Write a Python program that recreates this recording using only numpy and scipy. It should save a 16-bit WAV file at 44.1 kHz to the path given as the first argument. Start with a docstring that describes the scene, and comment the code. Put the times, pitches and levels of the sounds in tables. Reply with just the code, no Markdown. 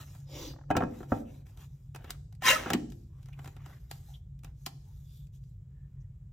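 """A card is picked up; a plastic guillotine paper trimmer is dragged over a desk, its rubber feet juddering,
and set down with knocks that ring shell and desk top. The card is laid on the bed. At 2.4 s the blade arm lifts
with a loud steel-on-steel scrape, then clacks against its stop. The card is slid about and tapped into line. A
small room rumbles low throughout; the stereo is wide, left and right parting in phase through the treble."""
import sys
import numpy as np
from scipy import signal
from scipy.fft import rfft, irfft, next_fast_len
from scipy.io import wavfile
from scipy.ndimage import uniform_filter1d

SR = 44100
rng = np.random.default_rng(int(sys.argv[2]) if len(sys.argv) > 2 else 0)


def to_wav(sig):
    """Store sig (one row per channel, or 1-D mono) as 16-bit WAV at the path in sys.argv[1].

    Samples outside -1..1 are clipped; the rate is SR.
    """
    pcm = np.clip(np.atleast_2d(sig), -1, 1) * 32767
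    pcm = np.round(pcm).astype(np.int16)
    wavfile.write(sys.argv[1], SR, pcm.T)  # frames by channels


N = 278918

# Modes of the plastic shell. Each row: frequency in Hz, relative level in dB, t60 in seconds.
SHELL_MODES = [(580, -7, 0.038), (725.8, 5, 0.082), (791, -2.5, 0.18), (914.4, -11, 0.19),
               (1052, -12, 0.089), (1336, 2, .06), (1637, -6.5, 0.089), (1820, -10.5, 0.044),
               (2516, -18, 0.18), (3030, -20, 0.1)]
# Spectra of plastic clack, dull thud and hollow bed. Each row: frequency in Hz, relative level in dB.
CLACK_SPECTRUM = [(150, -27), (400, -3.5), (700, 7.5), (1000, 1.5), (1450, -0.5), (1900, -8), (2400, -18.5),
                  (3100, -22), (4000, -37), (9000, -53)]
THUD_SPECTRUM = [(40, -20.5), (100, -15), (220, 0.5), (330, 2.5), (480, -17), (900, -37.5), (3000, -65)]
BED_SPECTRUM = [(100, -11), (300, 5), (480, -4), (650, -3), (850, -1), (1300, -4), (2000, -6), (3200, -12),
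                (6000, -30.5)]


def amp(db):
    """Decibels to gain."""
    return 10 ** (np.asarray(db) / 20)


def unit(x, size=None):
    """Scale to rms 1, taken over the first size samples if given."""
    return x / np.sqrt(np.mean(x[:size] ** 2) + 1e-20)


def lookup(points, hz):
    """Interpolate a table on a log frequency axis."""
    table_hz, value = np.transpose(points)
    return np.interp(np.log(hz + 1), np.log(table_hz + 1), value)


def add(mix, start_s, sound):
    """Mix a sound in at start_s."""
    part = mix[max(round(start_s * SR), 0):][:len(sound)]
    part += sound[:len(part)]


def colour(x, spectrum, size=4096):
    """Minimum-phase filter with the given spectrum."""
    log_gain = np.log(amp(lookup(spectrum, abs(np.fft.fftfreq(size, 1 / SR)))))
    impulse = np.fft.ifft(np.exp(np.conj(signal.hilbert(log_gain)))).real
    return signal.fftconvolve(x, impulse[:size // 2])[:len(x)]


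def resonate(x, hz, width_hz):
    """Two-pole resonance."""
    r = np.exp(-np.pi * width_hz / SR)
    return signal.lfilter([1, 0, -1], [1, -2 * r * np.cos(2 * np.pi * hz / SR), r * r], x)


def soften(x, cutoff_hz):
    """A softer contact loses its treble."""
    return signal.sosfilt(signal.butter(3, cutoff_hz, fs=SR, output="sos"), x)


def drift(size):
    """Noise of rms 1, smoothed over size samples."""
    return unit(uniform_filter1d(rng.standard_normal(N), size))


def burst(spectrum, t60_s, rise_s, size=8192):
    """Contact: pressure builds, then chatter dies in many close, damped modes."""
    t = np.arange(size) / SR
    chatter = rng.choice([-1., 1.], size) * amp(-60 * t / t60_s) * (1 - np.exp(-t / rise_s))
    return unit(colour(chatter, spectrum), size=440)


def ring(modes, vary_db, size=22050):
    """Struck modes; strengths vary with where the blow lands."""
    t = np.arange(size) / SR
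    gains = amp(vary_db * rng.standard_normal(len(modes))) * rng.choice([-1, 1], len(modes))
    partials = (gain * amp(db - 60 * t / t60_s) * np.sin(2 * np.pi * hz * t)
                for gain, (hz, db, t60_s) in zip(gains, modes))
    return unit(sum(partials), size=440)


def sing(hz, waver=.012):
    """Rubbed mode: a tone of unsteady pitch."""
    return np.sin(2 * np.pi * np.cumsum(hz * (1 + waver * drift(size=120))) / SR)


def friction(slips_per_s, grain_db, smooth, flutter_db, drift_samples=600):
    """Tiny uneven slips over a smooth rub, clumped by wavering pressure."""
    hits = rng.random(N) < slips_per_s / SR
    slips = hits * amp(grain_db * np.minimum(rng.exponential(1, N), 4)) * rng.choice([-1, 1], N)
    pressure = amp(flutter_db * drift(drift_samples))
    return unit((unit(slips) + smooth * rng.standard_normal(N)) * pressure)


def wander(x, depth_db, bins, frames):
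    """A sliding contact moves, so its resonances come and go."""
    spectra = signal.stft(x, SR, nperseg=1024, noverlap=768)[2]
    field = uniform_filter1d(rng.standard_normal(spectra.shape), bins, axis=0)
    field = unit(uniform_filter1d(field, frames, axis=1))
    return unit(signal.istft(spectra * amp(depth_db * field), SR, nperseg=1024, noverlap=768)[1][:N])


def push_gains(pushes, speed_power):
    """Hiss and rub gains; friction follows each push as it speeds up and slows to rest."""
    t, gains = np.arange(N) / SR, np.zeros((2, N))
    for start_s, rise_s, fall_s, hiss_db, rub_db in pushes:
        speed = np.sin(np.pi / 2 * np.interp(t - start_s, [0, rise_s, rise_s + fall_s], [0, 1, 0]))
        gains += amp([[hiss_db], [rub_db]]) * speed ** speed_power
    return gains


def trimmer_knocks():
    """Each blow ticks, rings the plastic shell and pushes the desk top."""
    # Each row: start in seconds, relative clack, thud and tick levels in dB, clack cutoff in Hz.
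    blows = [(0.703,-15.5,-28.5,-47.5,5000), (0.71,-19.5,-29,-43.5,4970), (0.751,-20,-31.5,-69,3500),
             (0.766,-16.5,-26,-30.5,5010), (0.777,-25,-27.5,-54.5,2520), (0.804,-20,-40,-66.5,5000),
             (0.821,-21,-29,-57.5,5000), (0.835,-25.5,-31,-54.5,4000), (1.004,-40.5,-39.5,-67,2210),
             (1.029,-39.5,-51,-61,3960), (1.119,-15,-23.5,-58,1680), (2.421,-30,-52.5,-44,4003),
             (2.659,-23,-35.5,-53,4004), (2.702,-20,-33.5,-31,4990), (2.719,-31.5,-33.5,-64,2520),
             (2.733,-25,-31.5,-25,4930)]
    # Each row: frequency in Hz, relative level in dB, t60 in seconds.
    desk_modes = [(112, -2.5, .25), (178.7, -6, 0.16), (226, -3, 0.19), (299.4, -5, 0.36), (409, -5.5, .12),
                  (501, -6.5, 0.22)]
    # Each row: frequency in Hz, relative level in dB.
    tick_spectrum = [(500, -31.5), (1500, -1.5), (2300, 7), (3500, 0.5), (4700, -4), (6000, -1), (9000, -3),
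                     (13500, -6.5), (16000, -13.5)]
    out = np.zeros(N)
    for start_s, clack_db, thud_db, tick_db, cutoff_hz in blows:
        clack = burst(CLACK_SPECTRUM, t60_s=.036, rise_s=.0012)
        add(out, start_s, amp(clack_db - 13.5) * soften(clack, cutoff_hz))
        add(out, start_s + .001, amp(clack_db - 14) * soften(ring(SHELL_MODES, vary_db=2), cutoff_hz))
        add(out, start_s + .0015, amp(thud_db - 3.5) * burst(THUD_SPECTRUM, t60_s=.027, rise_s=.002))
        add(out, start_s + .0018, amp(thud_db - 5) * ring(desk_modes, vary_db=3))
        add(out, start_s, amp(tick_db - 4) * burst(tick_spectrum, t60_s=.029, rise_s=.00067))
    return out


def blade_force(bite_db, start_s=2.404, rise_s=.077, hold_s=.03, graze_db=-56, graze_s=.3):
    """The blades press harder, hold, then part; a light graze lasts while the arm swings."""
    t = np.arange(N) / SR - start_s
    parting_db = 270.5 * np.maximum(t - rise_s - hold_s, 0)
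    press = amp(bite_db - parting_db) + amp(graze_db) * (t < graze_s)
    return np.clip(t / rise_s, 0, 1) ** 2.3 * press


def blade_scrape(bite_db=-19, grip_db=4.5, catch_db=-32):
    """Steel grinds along steel; stick-slip locks onto one mode after another."""
    # Grind spectrum and blade modes. Each row: frequency in Hz, relative level in dB.
    steel_spectrum = [(100, -24.5), (300, -8.5), (600, -9.5), (1100, -3.5), (1900, 4), (3000, -2),
                      (4600, -8), (6200, -5.5), (7300, -12), (8400, -2), (10500, -12), (13500, -10),
                      (16000, -27.5)]
    blade_modes = [(530, -39.5), (1020, -30), (1305, -32), (1480, -32), (1735, -31), (1850, -32.5),
                   (1940, -30), (2123, -33), (2810, -31.5), (3215, -37), (6330, -37.5)]
    # Blade catches. Each row: centre and half length in seconds, pitch in Hz, full-contact level in dB.
    squeals = [(2.458, .018, 1038, -30.5), (2.47, 0.0055, 1794, -23), (2.473, 0.0021, 5500, -25),
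               (2.488, 0.0045, 3920, -22), (2.51, .008, 520, -29), (2.513, .015, 2747, -25.5),
               (2.523, .012, 1720, -29.5), (2.537, 0.0099, 618, -31), (2.565, 0.0047, 1290, -24)]
    force, t = blade_force(bite_db), np.arange(N) / SR
    slips = friction(slips_per_s=1500, grain_db=1.8, smooth=.7, flutter_db=1, drift_samples=150)
    slips = wander(slips, depth_db=3.5, bins=4, frames=6)
    out = amp(-3) * force * unit(colour(slips, steel_spectrum))
    for hz, db in blade_modes:
        grip = unit(amp(grip_db * drift(size=700)))
        out += amp(db - 2 - bite_db) * force * grip * sing(hz)
    contact = np.minimum(force / amp(catch_db), 1)
    for centre_s, half_s, hz, db in squeals:
        out += amp(db) * np.exp(-.5 * ((t - centre_s) / half_s) ** 2) * contact * sing(hz)
    return out


def arm_stop(start_s=2.747, rise_s=.0016):
    """The raised arm settles on its stop with a dull bump."""
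    # Each row: frequency in Hz, relative level in dB, t60 in seconds.
    arm_modes = [(241.3, 0.5, 0.062), (299, -17, 0.33), (184.7, -8.5, 0.17)]
    out, body = np.zeros(N), ring(arm_modes, vary_db=1.5)
    attack = 1 - np.exp(-np.arange(len(body)) / SR / rise_s)
    add(out, start_s, amp(-24) * body * attack)
    add(out, start_s, amp(-35) * burst(THUD_SPECTRUM, t60_s=.051, rise_s=.0021))
    return out


def hinge_rub(db=-43, start_s=2.53, length_s=.25):
    """The plastic pivot rubs and sounds the shell as the arm swings."""
    out = np.zeros(N)
    rub = friction(slips_per_s=1200, grain_db=2.2, smooth=.7, flutter_db=1.5)
    rattle = colour(rub, BED_SPECTRUM)[:int(length_s * SR)]
    add(out, start_s, amp(db) * unit(rattle) * signal.windows.tukey(len(rattle), .25))
    return out


def trimmer_drag():
    """Dragged or scuffing feet hiss and set the shell droning."""
    # Each row: start, speed-up and slow-down in seconds, relative hiss and drone levels in dB.
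    pushes = [(.235, 0.19, 0.16, -47.5, -43.5), (.68, 0.031, .02, -78, -47.5), (1.085, .034, .02, -77, -50)]
    # Each row: frequency in Hz, relative level in dB.
    hiss_spectrum = [(600, -11.5), (1500, -2.5), (2600, -3), (3600, 3), (4400, -0.5), (5700, 1.5),
                     (8000, -8.5), (11000, -12), (13300, -4), (16000, -19)]
    drone_spectrum = [(100, -11), (220, -16), (300, 9), (430, -9), (520, 4.5), (660, -11), (930, -8),
                      (1400, -16), (4000, -35.5)]
    hiss_gain, drone_gain = push_gains(pushes, speed_power=2.32)
    rub = friction(slips_per_s=6000, grain_db=2, smooth=1, flutter_db=.7)
    rub = wander(rub, depth_db=3.2, bins=9, frames=20)
    hiss = hiss_gain * unit(colour(rub, hiss_spectrum))
    return hiss + amp(-.5) * drone_gain * unit(colour(rub, drone_spectrum))


def feet_judder(peak_db=-57.5, start_s=.51, gap_s=.0252, count=6):
    """As the trimmer slows, its rubber feet stick and skip at an even pace."""
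    out = np.zeros(N)
    for k in range(count):
        gain = amp(peak_db) * np.sin(np.pi * (k + 1) / (count + 1))
        add(out, start_s + k * gap_s, gain * burst(CLACK_SPECTRUM, t60_s=.032, rise_s=.001))
    return out


def card_taps():
    """The stiff card snaps at its edge, knocks the hollow bed and skids a little."""
    # Card and fingertip contacts. Each row: start in seconds, relative snap and bed levels in dB.
    taps = [(0.01,-49,-59), (0.149,-59,-52.5), (1.466,-59,-61.5), (1.573,-53,-54.5), (1.947,-46,-40),
            (1.959,-43,-40.5), (2.043,-54,-40), (2.094,-58,-42), (2.1047,-29.5,-41), (2.325,-56.5,-58.5),
            (2.35,-59.5,-72), (2.901,-53,-75), (2.92,-50.5,-55.5), (3.229,-59,-66.5), (3.258,-55.5,-63),
            (3.2851,-56.5,-53), (3.331,-59.5,-65), (3.39,-53.5,-43.5), (3.444,-49,-45.5), (3.457,-51,-44),
            (3.475,-46.5,-42.5), (3.565,-56,-47.5), (3.66,-51.5,-45.5), (3.9118,-35,-40.5),
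            (4.3904,-62.5,-87.5), (4.434,-52,-55), (4.445,-44.5,-46.5), (4.662,-28,-43), (4.666,-41,-33),
            (5.269,-63,-85.5), (5.437,-66.5,-84)]
    # Each row: frequency in Hz, relative level in dB.
    snap_spectrum = [(400, -22.5), (1500, -11), (2300, -3.5), (3000, -4), (4800, -5), (6500, -5.5),
                     (9000, -2), (13000, -5), (16000, -21)]
    out = np.zeros(N)
    for start_s, snap_db, bed_db in taps:
        add(out, start_s, amp(snap_db - 8.5) * burst(snap_spectrum, t60_s=.018, rise_s=.0008))
        add(out, start_s, amp(bed_db - 9.5) * burst(BED_SPECTRUM, t60_s=.03, rise_s=.0032))
        add(out, start_s, amp(bed_db - 14.5) * ring(SHELL_MODES, vary_db=1))
        skid = burst(snap_spectrum, t60_s=.078, rise_s=.02)
        add(out, start_s - .006, amp(snap_db - 24) * skid)
    return out


def card_slides():
    """Paper fibres catch on the ribbed bed, which sounds under them."""
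    # Each row: start, speed-up and slow-down in seconds, relative hiss and bed levels in dB.
    pushes = [ (0, 0.0033, 0.053, -60, -51.5), (.02, 0.058, 0.21, -66.5, -64), (.86, 0.14, 0.093, -69, -59),
              (1.07, 0.069, 0.11, -63.5, -58), (1.22, .11, 0.12, -72, -66), (1.45, 0.017, 0.14, -74.5, -66),
              (1.56, 0.053, 0.066, -66.5, -58.5), (1.63, .08, 0.34, -81.5, -81),
              (1.95, 0.17, .05, -75, -54), (2.88, 0.044, .2, -76.5, -81), (3.07, 0.21, .12, -79.5, -70),
              (3.34, 0.11, 0.16, -72, -62.5), (3.57, .11, 0.11, -76, -58.5), (3.6, 0.087, 0.31, -75.5, -71),
              (3.89, 0.037, .13, -66.5, -66.5), (4.02, 0.069, 0.12, -67.5, -70.5),
              (4.44, 0.037, 0.058, -83, -66), (4.53, 0.095, 0.083, -76.5, -82.5),
              (4.72, 0.23, .14, -75.5, -78), (5.01, 0.16, 0.12, -71.5, -91.5),
              (5.32, 0.028, .05, -74.5, -95), (5.38, 0.086, .12, -83.5, -94.5),
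              (5.55, 0.31, 0.53, -100, -82)]
    # Each row: frequency in Hz, relative level in dB.
    hiss_spectrum = [(700, -15), (2000, -13.5), (3500, -3.5), (4500, -4), (6000, -1), (7500, -1),
                     (11000, 0.5), (13000, 1.5), (16000, -18.5)]
    hiss_gain, bed_gain = push_gains(pushes, speed_power=1.1)
    fibres = friction(slips_per_s=4000, grain_db=2.5, smooth=.9, flutter_db=1)
    fibres = wander(fibres, depth_db=2.8, bins=12, frames=12)
    ribs = friction(slips_per_s=2000, grain_db=2.4, smooth=.8, flutter_db=1.8)
    ribs = wander(ribs, depth_db=3.2, bins=6, frames=12)
    hiss = amp(4.5) * hiss_gain * unit(colour(fibres, hiss_spectrum))
    return hiss + amp(-3.5) * bed_gain * unit(colour(ribs, BED_SPECTRUM))


def card_squeaks():
    """Stick-slip of card and fingers settles briefly on one resonance."""
    # Each row: start and length in seconds, pitch and bandwidth in Hz, level in dB.
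    squeaks = [(1.242, 0.078, 2600, 500, -73.5), (3.323, 0.022, 2530, 706, -63),
               (4.076, 0.061, 742, 120.7, -69), (4.134, 0.029, 3285, 600, -60.5),
               (4.847, 0.09, 853, 199, -78), (5.022, 0.253, 3511, 420, -78.5),
               (5.327, 0.056, 3510, 800, -83), (5.719, .18, 1770, 109, -85), (5.943, .13, 1890, 130, -91),
               (6, 0.029, 6010, 1810, -81.5)]
    out = np.zeros(N)
    for start_s, length_s, hz, width_hz, db in squeaks:
        noise = rng.standard_normal(int(length_s * SR))
        tone = resonate(resonate(noise, hz, width_hz), hz, width_hz)
        add(out, start_s, amp(db) * unit(tone * signal.windows.tukey(len(tone), .5)))
    return out


def room_tail(x, build_s=.0085, size=32768):
    """Diffuse tail building after the direct sound, strongest in the bass."""
    # Each row: frequency in Hz, t60 in seconds.
    decay_times = [(150, 0.57), (400, 0.73), (1000, 0.32), (3000, 0.36), (7000, 0.73), (15000, 0.26)]
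    hz, t, noise = signal.stft(rng.standard_normal(size), SR, nperseg=256)
    t60_s = lookup(decay_times, hz)[:, None]
    wet = amp(lookup([(300, -7), (1200, -15), (4000, -18)], hz))[:, None]
    decay = np.exp(-np.log(1000) * t / t60_s) * np.sqrt(2 * np.log(1000) / (t60_s * SR))
    tail = signal.istft(noise * wet * decay * np.minimum(t / build_s, 1), SR, nperseg=256)[1]
    return signal.fftconvolve(x, tail)[:N]


def background(rumble_db=-47, hiss_db=-81.5):
    """Steady room rumble and faint hiss."""
    # Each row: frequency in Hz, relative level in dB.
    rumble_spectrum = [(18, -53.5), (28, -23), (42, -2), (58, -1), (78, -6.5), (105, -4), (122, -6),
                       (138, 3.5), (152, -8), (170, -15), (200, -25), (260, -34), (340, -39.5), (500, -47),
                       (1100, -86)]
    hiss_spectrum = [(150, -10), (400, 9), (850, -3), (1500, -7.5), (3000, -10.5), (6000, -13.5),
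                     (7600, -4.5), (9000, -11), (12800, -11.5), (16000, -15.5)]
    rumble = colour(rng.standard_normal(N), rumble_spectrum, size=32768)
    rumble = signal.sosfilt(signal.butter(6, 36, "high", fs=SR, output="sos"), rumble)
    hiss = colour(rng.standard_normal(N), hiss_spectrum)
    return amp(rumble_db) * unit(rumble) + amp(hiss_db) * unit(hiss)


def stereo_image(x, echo, size=1600):
    """Near reflections and stray echoes differ between left and right; phase parts in the treble."""
    # Each row: frequency in Hz, phase lead of the left channel in radians.
    phase_lead = [(20, 0), (350, 0), (700, -.3), (1500, .1), (2800, .5), (4000, 1), (4700, 3.3), (5300, 6),
                  (6200, 6.7), (7500, 7.9), (9000, 9.35), (11000, 9.5), (12300, 10.4), (14500, 12.55)]
    # Each row: frequency in Hz, gain of the unshared sound in dB.
    spread = [(50, -39.5), (140, -29), (300, -15.5), (600, -3.5), (1700, -13.5), (2800, -5.5), (4800, -5),
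              (5800, -10), (8000, -9.5), (9300, -29.5), (11000, -30), (12300, -11), (13800, -10.5),
              (15000, -25)]
    near = rng.standard_normal(size) * np.linspace(1, 0, size) ** 2
    n_fft = next_fast_len(N + 4 * size)
    hz, shared = np.fft.rfftfreq(n_fft, 1 / SR), rfft(x, n_fft)
    unshared = shared * rfft(near / np.linalg.norm(near), n_fft) + amp(6) * rfft(echo, n_fft)
    unshared *= amp(lookup(spread, hz))
    lead = np.exp(1j * lookup(phase_lead, hz))
    return irfft(np.array([shared + unshared, (shared - unshared) / lead]), n_fft)[:, :N]


def scene():
    """Trimmer and card in the room, in stereo."""
    direct = (trimmer_knocks() + card_taps() + trimmer_drag() + feet_judder() + card_slides()
              + card_squeaks() + blade_scrape() + hinge_rub() + arm_stop())
    return stereo_image(direct + room_tail(direct) + background(), echo=room_tail(direct))


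def record(dry):
    """Band limit at 16.1 kHz."""
    lowpass = signal.firwin(301, 16100, window=("kaiser", 9), fs=SR)
    return signal.oaconvolve(dry, lowpass[None], "same")


dry = scene()
out = record(dry)
to_wav(out)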